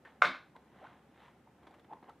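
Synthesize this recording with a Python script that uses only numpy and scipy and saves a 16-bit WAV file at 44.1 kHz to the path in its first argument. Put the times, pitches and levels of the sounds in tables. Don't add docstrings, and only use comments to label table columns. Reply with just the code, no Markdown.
import sys
import numpy as np
from scipy import signal
from scipy.fft import rfft, irfft, next_fast_len
from scipy.io import wavfile
from scipy.ndimage import map_coordinates

SR = 44100
rng = np.random.default_rng(int(sys.argv[2]) if len(sys.argv) > 2 else 0)


def master(y):
    cut = np.clip(np.atleast_2d(y).T, -1, 1)
    pcm = np.round(cut * 32767)
    wavfile.write(sys.argv[1], SR, pcm.astype(np.int16))


N = 97020
T = np.arange(N) / SR

# (frequency [Hz], level [dB])
AIR_MID = [(15, -36.5), (25, -26), (128, -2), (271, -0.5), (488, -7), (558, -5), (604, -13), (790, -5.5),
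           (978, -16), (1150, -15), (1460, -16), (3540, -29), (4260, -33.5), (10900, -38.5), (15000, -42.5)]
AIR_SIDE = [(15, -65), (25, -25.5), (172, 5), (729, 6), (1420, 0), (10900, -15.5), (13800, -14.5),
            (15000, -25)]
# (time [s], level [dB], t60 [s])
PAT = (.0505, -45.5, .07)
# (peak time [s], rise [s], fall [s], level [dB], tilt [dB/octave])
BRUSHES = [(0.075, .03, 0.11, -58.5, 1), (0.858, 0.23, 0.19, -57, 0.7), (1.18, 0.029, 0.078, -65.5, 3.5),
           (1.245, 0.19, .12, -60.5, 2.5), (1.64, .11, 0.1, -67, -1), (1.747, 0.044, 0.024, -58, -2),
           (1.936, 0.065, 0.032, -54, -8), (2.086, 0.054, 0.041, -57.5, -3)]
# (time [s], ring level [dB], crack level [dB])
SLAPS = [(0.2188, -23.5, -37), (0.2214, -5.5, -25.5), (0.2483, -16.5, -35), (0.3474, -34, -47)]
# (frequency [Hz], relative level [dB], t60 [s])
POCKET_MODES = [(547, -27.5, 0.0052), (802, -8.5, 0.0085), (1382, 5, 0.0095), (1620, -14.5, 0.0066),
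                (2034, -8, 0.011), (3330, -30, 0.0085)]
# (frequency [Hz], relative level [dB], t60 [s])
CASING_MODES = [(155, -6, .15), (197, 2.5, 0.11), (255, 0.5, 0.11), (335, 0, 0.13)]
# (time [s], length [s], level [dB], start pitch [Hz], end pitch [Hz])
SQUEAKS = [(0.552, 0.0091, -50, 1082, 1006), (0.809, 0.017, -49.5, 657, 830),
           (0.825, 0.011, -46.5, 520, 646), (0.839, 0.0166, -45.5, 720, 965),
           (0.859, 0.014, -50.5, 1344, 1433), (1.275, 0.016, -55.5, 1041, 1000),
           (1.467, 0.01, -57, 900, 900), (1.699, 0.0158, -56, 817, 850), (1.886, 0.02, -54, 792, 897),
           (1.906, .012, -45.5, 929, 843), (1.923, .013, -36, 718, 806), (1.93, 0.0092, -47.5, 1100, 962),
           (1.957, 0.0048, -55.5, 908, 885), (1.964, 0.0096, -49.5, 924, 985),
           (2.024, 0.0057, -50.5, 740, 740), (2.087, 0.01154, -43.5, 658.6, 880),
           (2.094, 0.0141, -51.5, 1250, 1225)]
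# (time [s], level [dB], t60 [s], tilt [dB/octave])
TICKS = [(0.562, -50, 0.041, 0.35), (1.632, -58.5, .03, 1), (1.669, -50, 0.063, 0.5),
         (1.709, -64.5, 0.037, 5), (1.74, -60, 0.078, 2.5), (1.784, -56.5, 0.038, -1.5),
         (1.795, -54.5, 0.037, 1.5), (1.845, -52, .03, -1.5), (1.933, -45.5, 0.019, -1.5),
         (2.027, -50.5, .06, -3.6), (2.042, -47.5, 0.018, -2.5), (2.094, -52.5, 0.025, 3.8)]
# (frequency [Hz], level [dB])
PAT_COLOUR = [(150, -3.5), (500, -4), (850, -0.5), (1200, -10.5), (1750, 10.5), (2300, -11.5), (3300, -16),
              (5000, -30), (15000, -46)]
BRUSH_COLOUR = [(100, -13.5), (400, 1), (900, 9), (1500, 1), (2000, -0.5), (2600, -8), (3200, -8),
                (4000, -14.5), (4700, -28), (7000, -32), (15000, -46)]
CRACK_COLOUR = [(200, -18), (700, 5), (2300, 10.5), (2900, -1), (3700, 3), (4800, -11.5), (6500, -18.5),
                (10000, -26.5), (15000, -36.5)]
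SCUFF_COLOUR = [(200, -13), (1000, -2), (2200, -0.5), (2850, -12.5), (3550, 3), (4300, -9), (5000, -16),
                (6500, -26), (10000, -34), (15000, -42.5)]
TICK_COLOUR = [(100, -17), (250, 2.5), (500, -2.5), (850, 5), (1400, -4), (2000, -4.5), (2600, -15),
               (3100, -9.5), (4100, -17), (4800, -28.5), (8000, -33.5), (15000, -44)]
# (delay [s], level [dB])
ECHOES = [(.0066, -14), (.0083, -19.5), (0.0177, -15.5), (0.0237, -17)]
# (frequency [Hz], t60 [s])
ROOM_T60 = [(150, 0.29), (600, 0.26), (1500, 0.32), (4000, 0.34), (8000, 0.23), (15000, 0.23)]
# (frequency [Hz], level [dB])
ROOM_COLOUR = [(100, -1), (300, 6.5), (520, 1), (780, -0.5), (1020, 3), (1340, -8.5), (1700, 0), (2150, 0),
               (2700, -1), (3500, -0.5), (6000, 3.5), (15000, -0.5)]

SLAP_LOW_HZ, HANDS_LOW_HZ = 463.5, 140
SLAP_ATTACK_S, TOUCH_ATTACK_S, GRAIN_DB = 0.0003, 0.00063, 2.5
ROOM_MID_DB, ROOM_SIDE_DB = -3, -57


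def amp(db):
    return 10 ** (np.asarray(db) / 20)


def unit(x):
    return x / np.sqrt(np.mean(x ** 2) + 1e-20)


def along(points, hz):
    freqs, values = np.transpose(points)
    return np.interp(np.log(hz + 1), np.log(freqs + 1), values)


def wobble(rate):
    return map_coordinates(rng.standard_normal(int(N * rate / SR) + 4), [T * rate])


def filtered(x, response):
    size = next_fast_len(N + SR // 2)
    return irfft(rfft(x, size) * response(np.fft.rfftfreq(size, 1 / SR)), size)[..., :N]


def low_cut(x, hz):
    return signal.sosfilt(signal.butter(4, hz, "highpass", fs=SR, output="sos"), x)


def noise(colour, tilt_db=0):
    def response(hz):
        return amp(along(colour, hz) + tilt_db * np.log2(np.maximum(hz, 100)))
    return unit(filtered(rng.standard_normal(N), response))


def struck(start, attack, t60):
    age = np.maximum(T - start, 0)
    return (1 - np.exp(-age / attack)) * amp(-60 * age / t60)


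def stroke(peak, rise, fall, db):
    return amp(db - 20 * np.maximum((peak - T) / rise, (T - peak) / fall))


def ring(start, modes, attack):
    return sum(amp(db) * struck(start, attack, t60) * np.sin(2 * np.pi * hz * (T - start))
               for hz, db, t60 in modes)


def room_tone(air_db=-64.5, hum_hz=70.8, hum_db=-77.5):
    hum_level = amp(hum_db + 1.6 * wobble(4.8))
    hum = hum_level * np.sin(2 * np.pi * hum_hz * T + 0.5 * wobble(8))
    return amp(air_db) * noise(AIR_MID) + hum


def pat():
    start, db, t60 = PAT
    return amp(db) * struck(start, TOUCH_ATTACK_S, t60) * noise(PAT_COLOUR)


def brushes():
    friction = sum(stroke(peak, rise, fall, db) * noise(BRUSH_COLOUR, tilt_db)
                   for peak, rise, fall, db, tilt_db in BRUSHES)
    return friction * unit(amp(GRAIN_DB * wobble(390)))


def slaps():
    scuff = stroke(peak=0.251, rise=0.008, fall=0.03, db=-34.5) * noise(SCUFF_COLOUR)
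    out = scuff * unit(amp(GRAIN_DB * wobble(500)))
    for start, ring_db, crack_db in SLAPS:
        out += amp(crack_db) * struck(start, SLAP_ATTACK_S, t60=0.045) * noise(CRACK_COLOUR)
        out += amp(ring_db) * ring(start, POCKET_MODES, SLAP_ATTACK_S)
    return low_cut(out, SLAP_LOW_HZ)


def thump(start=0.2515, db=-45.5):
    return amp(db) * ring(start, CASING_MODES, attack=0.0022)


def squeaks(jitter=0.08, rough_db=2.1, release_s=0.00057):
    out = np.zeros(N)
    drift = 1 + jitter * wobble(400)
    roughness = amp(rough_db * wobble(310))
    for start, length, db, start_hz, end_hz in SQUEAKS:
        progress = np.clip((T - start) / length, 0, 1)
        pitch_hz = (start_hz + (end_hz - start_hz) * progress) * drift
        phase = 2 * np.pi * np.cumsum(pitch_hz) / SR
        overtones = sum(amp(-24 - 5 * k) * np.sin((k + 2) * phase) for k in range(3))
        swell = progress ** 0.62
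        release = np.clip((start + length - T) / release_s + 0.5, 0, 1)
        out += amp(db) * swell * release * (np.sin(phase) + overtones)
    return out * roughness


def ticks():
    return sum(amp(db) * struck(start, TOUCH_ATTACK_S, t60) * noise(TICK_COLOUR, tilt_db)
               for start, db, t60, tilt_db in TICKS)


def early_echoes(x):
    return filtered(x, lambda hz: sum(amp(db) * np.exp(-2j * np.pi * hz * delay) for delay, db in ECHOES))


def room_tail(x, build_s=0.00676):
    hz, age, spectra = signal.stft(rng.standard_normal(SR // 2), SR, nperseg=256)
    decay = amp(-60 * age / along(ROOM_T60, hz)[:, None])
    _, tail = signal.istft(spectra * decay, SR, nperseg=256)
    tail *= 1 - np.exp(-(T[:len(tail)] / build_s) ** 2)
    wet = signal.fftconvolve(x, tail / np.linalg.norm(tail))[:N]
    return filtered(wet, lambda hz: amp(along(ROOM_COLOUR, hz)))


def scene():
    flip = slaps() + thump()
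    hands = low_cut(pat() + squeaks() + brushes() + ticks(), HANDS_LOW_HZ)
    into_room = flip + amp(-7) * hands
    room = early_echoes(into_room) + amp(ROOM_MID_DB) * room_tail(into_room)
    mid = flip + hands + room + room_tone()
    side = amp(ROOM_SIDE_DB) * room_tail(into_room) + amp(-79) * noise(AIR_SIDE)
    return np.array([mid + side, mid - side])


def record(dry):
    return filtered(dry, lambda hz: hz < 15600)


dry = scene()
out = record(dry)
master(out)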